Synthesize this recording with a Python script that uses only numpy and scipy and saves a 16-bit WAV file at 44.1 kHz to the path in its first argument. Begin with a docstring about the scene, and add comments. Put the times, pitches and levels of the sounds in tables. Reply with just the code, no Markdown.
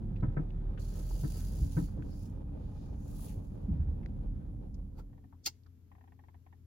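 """Inside a minivan creeping over dirt and gravel. From the start the engine throbs, the tyres rumble and
crunch, and ruts knock the body and shake the trim. From about one second in, the steering wheel hisses through
the driver's palm in short strokes. Near five seconds the scene changes: the rumble fades out, a quiet hum
rises, and something soft brushes past. The seat starts to creak, hard plastic skids in one sharp scrape, and
the seat creaks slowly on to the end."""
import sys
import numpy as np
from scipy import signal
from scipy.fft import rfft, irfft, next_fast_len
from scipy.io import wavfile
from scipy.ndimage import uniform_filter1d

SR = 44100
rng = np.random.default_rng(int(sys.argv[2]) if len(sys.argv) > 2 else 0)


def dump(signal):
    """Clip the signal to [-1, 1] and save it as 16-bit WAV at the path in sys.argv[1]."""
    limited = np.clip(np.atleast_2d(signal).T, -1, 1)
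    pcm = np.round(limited * 32767).astype(np.int16)
    wavfile.write(sys.argv[1], SR, pcm)


N = 293697
T = np.arange(N) / SR

# How loud the rolling is over time: time_s, rumble_db, crunch_db
ROLLING = [(0, -40, -59), (.9, -46.5, -58.5), (1.6, -41.5, -58.5), (2.5, -45, -58), (3.2, -43, -59),
           (3.6, -46, -60.5), (3.73, -40, -58), (4.05, -42.5, -61.5), (4.3, -41, -60.5),
           (4.95, -49.5, -66.5), (5.5, -70, -86)]
# Tone of the floor's rumble and of the dirt's crunch: pitch_hz, level_db
RUMBLE_TONE = [(28, -10.5), (40, 2.5), (65, 0), (95, -2.5), (125, -5), (168, -7), (215, -9), (250, -16.5),
               (286, -21), (335, -26), (450, -40)]
CRUNCH_TONE = [(280, 7.5), (400, 0), (520, -0.5), (650, -9.5), (770, -8), (1000, -16), (1400, -26),
               (2000, -34.5), (3000, -34.5), (5000, -42)]
def tyres(rumble_gain_db=3):
    """The ground shakes the floor; dirt grinds unevenly under the tread, muffled by the body."""
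    rumble_db, crunch_db = curves(ROLLING)
    rumble = unit(colour(noise(), RUMBLE_TONE)) * undb(rumble_db + rumble_gain_db)
    dirt = grains(per_s=2500, spread_db=1.5)
    crunch = unit(colour(dirt, CRUNCH_TONE)) * undb(crunch_db + 2.4 * wander(26))
    return cabin(rumble + crunch) * during(ROLLING)


# How loud the gravel is next to the crunch: time_s, level_db
GRAVEL_LEVELS = [(0, -17.5), (.7, -12.5), (1.5, -18.5), (2.4, -17.5), (3.2, -13), (3.64, -17),
                 (3.71, -10.5), (3.86, -12), (4.1, -15.5), (4.6, -19), (5.4, -22)]
# How stones ring, from large to small: pitch_hz, width_hz, level_db
STONE_RINGS = [(520, 120, 4.5), (765, 130, 7), (960, 160, 2.5), (1170, 200, 0), (1530, 400, -9),
               (1950, 600, -11), (3300, 2200, -24.5)]
def gravel(patchy_db=3, gain_db=.5):
    """Stones of each size crack in uneven clusters; each crack is smeared on its way inside."""
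    cracks = sum(ring(grains(per_s=220, spread_db=1.6) * undb(patchy_db * wander(14)), [stone])
                 for stone in STONE_RINGS)
    smeared = signal.fftconvolve(cracks, burst(.035, attack_s=.002, size=2048), axes=1)[:, :N]
    _, crunch_db = curves(ROLLING)
    level_db = crunch_db + curves(GRAVEL_LEVELS)[0] + gain_db
    return cabin(unit(soften(smeared, 4500))) * undb(level_db) * during(ROLLING)


# How fast and hard the engine fires: time_s, firing_hz, level_db
ENGINE_PULL = [(0, 35.23, -42.5), (.2, 34.8, -38), (.45, 36.48, -36), (.78, 37.77, -36), (1.15, 41.97, -37),
               (1.65, 41.8, -36), (2.2, 36.08, -47), (3.35, 35.27, -50), (3.85, 37.47, -43.5),
               (4.6, 39.02, -45), (5.1, 38.07, -52), (5.4, 37.5, -75)]
# Tones of the engine and of the steering pump: times_firing_rate, level_db
ENGINE_TONES = [(1, 1), (2, -10), (3, -17.5), (4, -17.5), (5, -30)]
PUMP_TONES = [(10, -4.5), (15, -12), (20, -19.5)]
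# The cabin boosts a tone that glides through one of these: pitch_hz, width_hz, boost_db
CABIN_BOOSTS = [(110.4, 5.3, 8.5), (372.3, 22, 5), (598, 44, 7)]
def engine(gain_db=-2.5, lope_db=1.5, pump_db=-56.5, pump_ease_db_per_s=6.5, fan_db=-58, fan_hz=282.2):
    """Firings throb through the floor; the steering pump whines early, then the cooling fan."""
    firing_hz, level_db = curves(ENGINE_PULL)
    phase = 2 * np.pi * np.cumsum(firing_hz * (1 + .0025 * wander(9.2))) / SR

    def boost_db(k):
        return sum(db / (1 + (2 * (k * firing_hz - hz) / width) ** 2) for hz, width, db in CABIN_BOOSTS)

    throb = pump = 0
    for k, db in ENGINE_TONES:
        waver_db = 3 * (k > 1) * wander(8.8)  # only the overtones waver on their own
        throb += undb(db + boost_db(k) + waver_db) * np.sin(k * phase)
    for k, db in PUMP_TONES:
        pump += undb(db + boost_db(k) + 2 * wander(24)) * np.sin(k * phase + .22 * wander(40))
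    pump *= undb(pump_db - pump_ease_db_per_s * T) * envelope(0, 1, hold_s=1.56, fade_s=1.1)
    fan_level = undb(fan_db + 1.6 * wander(13)) * envelope(1.937, attack_s=3.5, hold_s=2.7, fade_s=3.3)
    fan = fan_level * sine(fan_hz * (1 + .016 * wander(45)))
    throb *= undb(level_db + gain_db + lope_db * wander(11))
    return np.sqrt(2) * (throb + pan(1.3, .6) * (pump + fan)) * during(ENGINE_PULL)


# Jolts from ruts (a harder blow is brighter): start_s, panel_db, boom_db, boom_hz, hardness_hz
JOLTS = [(.224, -32, -27.5, 121, 604), (.274, -43, -32.5, 108, 180), (0.364, -29, -31, 134.6, 580),
         (1.109, -50, -33, 45.6, 300), (1.231, -33.5, -30, 132.7, 496), (1.611, -33.5, -26.5, 58.7, 199.2),
         (1.632, -42, -38, 91, 370), (1.764, -28, -28.5, 148, 520), (1.812, -34, -44, 148, 234),
         (1.983, -37.5, -34.5, 122.9, 350), (3.364, -44.5, -35, 102.4, 168),
         (3.682, -37.5, -29.5, 196, 287), (3.7, -35.5, -28.5, 84.4, 180), (3.738, -42, -34, 129.6, 220),
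         (3.789, -41.5, -27, 72.5, 200.8), (3.867, -43, -27.5, 74.7, 200), (3.925, -48, -36, 101.4, 201.9)]
# How the door panels and the loose trim ring: pitch_hz, width_hz, level_db
PANEL_RINGS = [(126.7, 22.7, -0.5), (162, 38, 2), (224, 10, -16.5), (277.3, 25, 0), (336, 29, -12.5),
               (450, 52, -23), (479, 32, -23), (720, 520, -24)]
TRIM_RINGS = [(880, 90, -3.5), (993, 33, 10.5), (1306, 36, 7.5), (1548, 63, 3.5), (1805, 73, -0.5),
              (2146, 150, -7), (2680, 450, -18.5), (3360, 350, -15)]
def ruts(fade_s=.16, boom_cycles=9.9, sag_per_s=.46, rattle_db_per_octave=21.5):
    """Each jolt booms with a sagging pitch, rings the door panels on the left and rattles the trim."""
    booms, panels, trim = np.zeros((3, 2, N))
    t = np.arange(SR // 3) / SR
    for start_s, panel_db, boom_db, boom_hz, hardness_hz in JOLTS:
        push = soften(burst(fade_s, attack_s=.00601, snap=.2), hardness_hz, order=3)
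        add(panels, start_s, ring(colour(push, [(100, 0), (900, 0)]), PANEL_RINGS), panel_db)
        chatter = soften(burst(.7 * fade_s, attack_s=.005), 2600, order=6)
        rattle_db = panel_db - 17 + rattle_db_per_octave * np.log2(hardness_hz / 612)
        add(trim, start_s, ring(chatter, TRIM_RINGS), rattle_db)
        swing = sine(boom_hz * np.exp(-sag_per_s * t)) * (1 - np.exp(-t / .019))
        dying = undb(-60 * t * boom_hz / boom_cycles)  # deeper booms ring longer
        add(booms, start_s, swing * dying, boom_db)
    return booms + cabin(trim) + pan(1.2, .8) * cabin(panels)


# Strokes of the palm, and the ring of the hollow of the hand: grip_s, fastest_s, lift_s, attack_s,
# level_db, treble_db, hollow_db, hollow_width_hz, hollow_at_grip_hz, hollow_at_lift_hz
PALM_STROKES = [(0.799, 1.37, 1.627, 0.05, -63.5, 2, -9.5, 200, 4470, 4890),
                (1.666, 1.767, 1.85, 0.15, -65.5, 1.5, -11, 250, 4770, 4510),
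                (2.074, 2.203, 2.26, 0.4, -72.5, 1, -4, 400, 4760, 5380),
                (2.598, 2.838, 2.9, .15, -82.5, -2.5, 4, 1110, 3400, 4990),
                (3.022, 3.152, 3.09, 0.32, -74, 3, 1, 453, 6470, 6920),
                (3.15, 3.245, 3.27, 0.29, -69, 10.5, -2, 1300, 4600, 3400),
                (3.27, 3.295, 3.32, .1, -73.5, -5, 4, 800, 3500, 2094),
                (3.42, 3.458, 3.65, .18, -87.5, 0.5, -9.5, 354, 4480, 4464)]
# Tone of the palm's hiss and of its highest part: pitch_hz, level_db
PALM_TONE = [(1500, -3), (2050, -8), (2600, 1.5), (3700, 2), (4650, 6), (5500, 4), (6700, 8.5), (7600, 1),
             (8500, -2.5)]
PALM_TREBLE = [(6500, -20.5), (8000, -1.5), (8800, 1), (10200, 1), (11200, -2.5), (12200, 0), (13500, 2.5),
               (15600, -3.5)]
# Stereo width of the hiss before about five seconds, wide and narrow by turns: pitch_hz, side_minus_mid_db
EARLY_TREBLE_WIDTH = [(500, 2), (6800, -1.5), (7700, 1.5), (8600, 29), (9300, 4.5), (10000, -3),
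                      (11000, -18), (12200, -2), (13400, 20), (14500, -1.5), (15800, -13.5)]
def steering(swell_db=6, ease_db=2.5, brighten_share=.65):
    """Skin slides over the wheel, louder and brighter with speed; the hollow hand rings and glides."""
    rub = unit(noise() + .41 * unit(grains(per_s=950, spread_db=0)))
    flutter_db = .8 * wander(40) + 1.8 * wander(320)
    body = unit(colour(rub, PALM_TONE)) * undb(flutter_db - 1)
    treble = unit(colour(rub, PALM_TREBLE)) * undb(flutter_db)
    skin = noise() * undb(3.5 * wander(25.27))
    out = np.zeros((2, N))
    for grip_s, fastest_s, lift_s, attack_s, level_db, treble_db, *hand in PALM_STROKES:
        hollow_db, width_hz, grip_hz, lift_hz = hand
        speed_db = np.interp(T, [grip_s, fastest_s, lift_s], [-swell_db, 0, -ease_db])
        hollow_hz = np.interp(T, [grip_s, lift_s], [grip_hz, lift_hz])
        hollow = unit(soften(skin, width_hz) * sine(hollow_hz)) * undb(hollow_db)
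        hiss = body + hollow + treble * undb(treble_db + brighten_share * speed_db)
        out += hiss * undb(level_db + speed_db) * envelope(grip_s, attack_s, lift_s - grip_s, fade_s=.34)
    return spread(out, EARLY_TREBLE_WIDTH)


# Bright and hollow rings of the scraped plastic: pitch_hz, width_hz, level_db
BRIGHT_RINGS = [(3280, 60, -11.5), (3605, 37, -6), (4275, 45, -1.5), (4405, 45, -4.5), (4600, 50, 3),
                (4780, 55, -1), (4880, 65, 2), (5025, 55, 0), (5200, 90, -3), (5460, 48, 0),
                (5905, 56, 1.5), (6480, 80, -3.5), (6840, 100, -4.5), (7560, 120, -3)]
HOLLOW_RINGS = [(280, 35, 1.5), (555, 120, -12), (838, 70, -1.5), (999, 200, -8), (1332, 44, -2.5),
                (1570, 80, -4.5), (2147, 90, -3.5), (2360, 200, -6.5), (2740, 52, -1), (3000, 140, -5.5)]
# Tone of the fizz of rubbing: pitch_hz, level_db
FIZZ_TONE = [(2000, -1), (3500, -0.5), (7500, 1.5), (9200, 0.5), (10000, -6.5), (11000, 0), (12200, -5.5),
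             (14500, -2), (15600, -4.5)]
# Lighter catches just before and after the main skid: peak_s, level_db, attack_s, hold_s, fade_s
SKID_CATCHES = [(5.444, -27, .028, .003, .04), (5.474, -9, .012, .002, .056)]
# Stereo width of the scrape, brush and hiss from about five seconds, widest near 9 kHz:
# pitch_hz, side_minus_mid_db
LATE_TREBLE_WIDTH = [(100, -5.5), (1000, -2), (4500, -1.5), (6500, 2.5), (7600, 6.5), (9400, 24),
                     (10700, 4), (12000, -7), (15800, -14)]
def scrape(peak_s=5.462, attack_s=.02, skid_db=-35, hollow_db=-46, hollow_lag_s=.008, tail_db=-66.5):
    """Hard plastic skids: tiny slips ring it brightly, then hollowly; the cabin adds a faint echo."""
    slips = noise() + .5 * unit(grains(per_s=3000, spread_db=2))
    bright = unit(ring(slips, BRIGHT_RINGS))
    fizz = unit(colour(slips, FIZZ_TONE))
    skid, late = (envelope(peak_s + lag, attack_s, hold_s=.006, fade_s=.055) for lag in (0, hollow_lag_s))
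    catches = sum(undb(db) * envelope(s, *shape) for s, db, *shape in SKID_CATCHES)
    contact = (bright * (skid + catches) + undb(-2.5) * fizz * skid) * undb(skid_db)
    hollow = unit(ring(slips, HOLLOW_RINGS)) * late * undb(hollow_db)
    tail = unit(soften(fizz, 8000, order=1) + undb(-8) * bright)
    tail *= envelope(peak_s, attack_s, hold_s=0, fade_s=.34) * undb(tail_db)
    return spread(contact + hollow + tail, LATE_TREBLE_WIDTH)


# Slips that make up the seat's creak: start_s, level_db
SEAT_SLIPS = [(5.129, -64), (5.177, -63), (5.239, -62.5), (5.915, -55), (5.95, -60.5), (5.981, -60.5),
              (6.009, -59.5), (6.039, -59.5), (6.075, -59.5), (6.12, -59), (6.19, -57.5), (6.237, -59),
              (6.283, -57.5), (6.342, -58.5), (6.463, -57), (6.525, -58)]
# How the seat frame rings: pitch_hz, width_hz, level_db
SEAT_RINGS = [(760, 125, 10), (1040, 260, 2.5), (1380, 370, -7.5), (1844, 130, 0.5), (2190, 240, -9),
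              (2620, 320, -13), (3170, 440, -17)]
def seat_creak(gain_db=-7, echo_s=.061):
    """The seat sticks and slips: single snaps ring its frame and scatter round the cabin."""
    out = np.zeros((2, N))
    for start_s, level_db in SEAT_SLIPS:
        slip = burst(echo_s, attack_s=.00084, snap=.47, size=4096)
        slip = colour(slip, [(550, .0063), (3500, .0046)])
        add(out, start_s, ring(slip, SEAT_RINGS), level_db + gain_db)
    return cabin(out)


# Small ticks of stones and fittings, and at 0.796 s the palm's sharp catch on the wheel as the first stroke
# begins: start_s, level_db, pitch_hz, fade_s, attack_s
TICKS = [(.160, -64.5, 2460, 0.065, 0.0014), (.166, -77.5, 4050, 0.035, .003),
         (0.206, -74.5, 3950, 0.037, 0.00194), (0.504, -65, 2770, 0.018, 0.00037),
         (.652, -59, 620, 0.033, 0.0012), (.774, -58.5, 1500, 0.06, 0.0015),
         (.776, -65.5, 2939, 0.08, 0.002), (0.796, -64, 6700, 0.02, 0.0005),
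         (1.106, -52.5, 806, 0.045, 0.002), (1.884, -65, 1299, 0.033, .002),
         (2.022, -59.5, 1580, .025, .001), (2.021, -72, 2908, 0.048, .002),
         (3.193, -62, 985, 0.022, 0.0014), (4.029, -70, 2100, 0.056, 0.0024),
         (4.06, -54, 1790, 0.011, 0.00017), (4.061, -65.5, 4230, 0.0094, 0.00019),
         (4.743, -68, 5690, 0.043, 0.00039), (5.325, -61.5, 958, 0.082, 0.0006),
         (5.633, -79, 4660, 0.041, 0.0018), (5.66, -71.5, 1304, 0.047, 0.0019),
         (5.663, -79, 4740, 0.031, 0.0024)]
def clicks(gain_db=-1, width_share=.24):
    """Lone stones and loose fittings tick, each at its own pitch, and the palm catches once on the wheel;
    slower contacts snap less."""
    out = np.zeros((2, N))
    for start_s, level_db, pitch_hz, fade_s, attack_s in TICKS:
        snap = .5 * np.exp(-attack_s / .002)
        contact = soften(burst(fade_s, attack_s, snap, size=4096), 1.2 * pitch_hz)
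        add(out, start_s, ring(contact, [(pitch_hz, pitch_hz * width_share, 0)]), level_db + gain_db)
    return cabin(out)


# How the brushed trim rings: pitch_hz, width_hz, level_db
BRUSH_RINGS = [(307, 67, 1), (454, 63, 4.5), (844, 100, 0.5), (1354, 52, 2), (2030, 490, -20),
               (4680, 150, -14.5)]
def brush(peak_s=4.99, level_db=-58, fizz_db=-13):
    """Something soft brushes the trim: a dull, hollow rub with a little fizz."""
    rub = unit(ring(noise(), BRUSH_RINGS)) + undb(fizz_db) * unit(colour(noise(), FIZZ_TONE))
    swell = envelope(peak_s, attack_s=.091, hold_s=.0087, fade_s=.077)
    return spread(rub, LATE_TREBLE_WIDTH) * undb(level_db) * swell


def trim_buzz(buzz_db=-73.5, full_pull_db=-31, uneven_db=3.5):
    """Loose trim chatters lightly, louder the harder the engine shakes it."""
    _, pull_db = curves(ENGINE_PULL)
    taps = colour(grains(per_s=1400, spread_db=.7), [(1150, .0026), (3800, 8)])
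    level_db = buzz_db + pull_db - full_pull_db + uneven_db * wander(12)
    return cabin(unit(ring(taps, TRIM_RINGS))) * undb(level_db) * during(ENGINE_PULL)


# The quiet hum's tones, then the tone of the faint rumble and of the thin hiss: pitch_hz, level_db
HUM_TONES = [(86.1, -58.5), (258.4, -73), (430.7, -85)]
QUIET_RUMBLE_TONE = [(15, -48.5), (25, -19), (58, -5.5), (101, -8.5), (117, -5), (153, -18), (266, -18),
                     (562, -40.5), (2390, -51), (4940, -57.5), (8000, -66.5), (10400, -96.5), (17600, -120)]
HISS_TONE = [(3000, -1.5), (7000, 2.5), (9000, 2.5), (11000, 5), (14000, 1), (15500, -8)]
def quiet_hum(hum_gain_db=-1, rumble_db=-62, hiss_db=-88):
    """A wavering hum and faint rumble rise on the left as the rolling fades; hiss lies under it all."""
    rise = np.clip((T - 4.5) / .8, 0, 1)
    hum = 0
    for (hz, db), waver_db in zip(HUM_TONES, [.8, 3, 3]):
        level = np.sqrt(2) * undb(db + hum_gain_db + waver_db * wander(22))
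        hum += level * np.sin(2 * np.pi * hz * T + .18 * waver_db * wander(25))
    rumble = cabin(unit(colour(noise(), QUIET_RUMBLE_TONE))) * undb(rumble_db)
    early = spread(unit(colour(noise(), HISS_TONE)), EARLY_TREBLE_WIDTH)
    late = spread(unit(colour(noise(), HISS_TONE)), LATE_TREBLE_WIDTH)
    hiss = (np.sqrt(1 - rise) * early + np.sqrt(rise) * late) * undb(hiss_db)
    return rise * (pan(1.35, .65) * hum + pan(1.15, .85) * rumble) + hiss


# How wide the cabin sounds between the ears: pitch_hz, side_minus_mid_db
CABIN_SPREAD = [(60, -11.5), (200, -15), (380, 1), (700, 0.5), (15000, 0)]
def cabin(pair):
    """Turn two unrelated signals into stereo: bass is alike in both ears, treble is all around."""
    side = colour(pair[1], CABIN_SPREAD)
    return np.array([pair[0] + side, pair[0] - side])


def spread(pair, widths):
    """Mix a mid (same in both ears) with a side (opposite in each), keeping each ear's level."""
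    hz, db = np.transpose(widths)
    mid_db = 10 * np.log10(2 / (1 + undb(db) ** 2))
    mid = colour(pair[0], np.c_[hz, mid_db])
    side = colour(pair[1], np.c_[hz, mid_db + db])
    return np.array([mid + side, mid - side])


def pan(left, right):
    """A gain for each ear."""
    return np.array([[left], [right]])


def undb(db):
    """Turn decibels into a gain."""
    return 10 ** (np.asarray(db) / 20)


def unit(x):
    """Scale to an average (rms) level of 1."""
    return x / np.sqrt(np.mean(x ** 2) + 1e-30)


def curves(table):
    """Join a table's timed points with straight lines, one curve per value column."""
    times, *columns = np.transpose(table)
    return [np.interp(T, times, column) for column in columns]


def during(table, fade_s=.03):
    """1 from a table's first time to its last, fading to 0 outside."""
    return np.clip(1 + np.minimum(T - table[0][0], table[-1][0] - T) / fade_s, 0, 1)


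def envelope(peak_s, attack_s, hold_s, fade_s):
    """Rise 60 dB per attack_s to full level at peak_s, hold, then fall 60 dB per fade_s."""
    return undb(-60 * (np.maximum(peak_s - T, 0) / attack_s + np.maximum(T - peak_s - hold_s, 0) / fade_s))


def wander(per_s):
    """A smooth random drift of size about 1, with per_s new values a second."""
    step = int(SR / per_s)
    held = np.repeat(rng.standard_normal(N // step + 1), step)
    return unit(uniform_filter1d(uniform_filter1d(held, step), step)[:N])


def sine(hz):
    """A pure tone that follows a changing pitch."""
    return np.sin(2 * np.pi * np.cumsum(hz) / SR)


def noise():
    """Two unrelated white noises."""
    return rng.standard_normal((2, N))


def grains(per_s, spread_db):
    """Two streams of tiny impacts; spread_db makes a few larger than the rest."""
    size = undb(spread_db * np.minimum(rng.exponential(size=(2, N)), 5))
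    return noise() * size * (rng.random((2, N)) < per_s / SR)


def burst(fade_s, attack_s, snap=0., size=16384):
    """A cluster of small contacts that builds fast and dies away, with one hit of strength snap."""
    t = np.arange(size) / SR
    contacts = rng.standard_normal((2, size)) * (1 - np.exp(-t / attack_s)) * undb(-60 * t / fade_s)
    contacts[:, int(attack_s * SR)] += snap * np.sqrt(np.sum(contacts ** 2, axis=1))
    return contacts


def colour(x, tone):
    """Shape a sound by (pitch_hz, level_db) points, cutting steeply beyond the first and last."""
    length = x.shape[-1]
    bins = next_fast_len(length)
    f = np.fft.rfftfreq(length + 4096, 1 / SR)[-1] * np.linspace(0, 1, bins + 1) + 1e-3
    hz, db = np.transpose(tone)
    edges = np.minimum(1, np.minimum(f / hz[0], hz[-1] / f)) ** 4
    gain = edges * undb(np.interp(np.log(f), np.log(hz), db))
    return irfft(rfft(x, 2 * bins) * gain)[..., :length]


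def ring(x, rings):
    """Make a sound ring at each (pitch_hz, width_hz, level_db); narrower rings last longer."""
    out = 0
    for k, (hz, width, db) in enumerate(rings):
        peak = signal.iirpeak(min(hz, SR * .45), hz / width, fs=SR)
        out += (-1) ** k * undb(db) * signal.lfilter(*peak, x)
    return out


def soften(x, hz, order=2):
    """Muffle everything above hz."""
    return signal.sosfilt(signal.butter(order, min(hz, SR * .45), fs=SR, output="sos"), x)


def add(out, start_s, x, level_db):
    """Mix in a short sound with its loudest moment at level_db."""
    i = int(start_s * SR)
    peak = np.sqrt(uniform_filter1d(x ** 2, 256).max(axis=-1, keepdims=True))
    out[:, i:i + x.shape[-1]] += (x * undb(level_db) / peak)[..., :N - i]


def scene():
    """Everything as heard from the driver's seat."""
    van = pan(.93, 1.07) * (engine() + tyres() + gravel() + trim_buzz() + ruts())
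    return van + clicks() + steering() + seat_creak() + scrape() + brush() + quiet_hum()


def record(dry):
    """Cut the deepest bass and the very highest treble."""
    thin = signal.sosfilt(signal.butter(4, 24, "high", fs=SR, output="sos"), dry)
    return signal.sosfilt(signal.ellip(8, .2, 70, 15800, fs=SR, output="sos"), thin)


dry = scene()
out = record(dry)
dump(out)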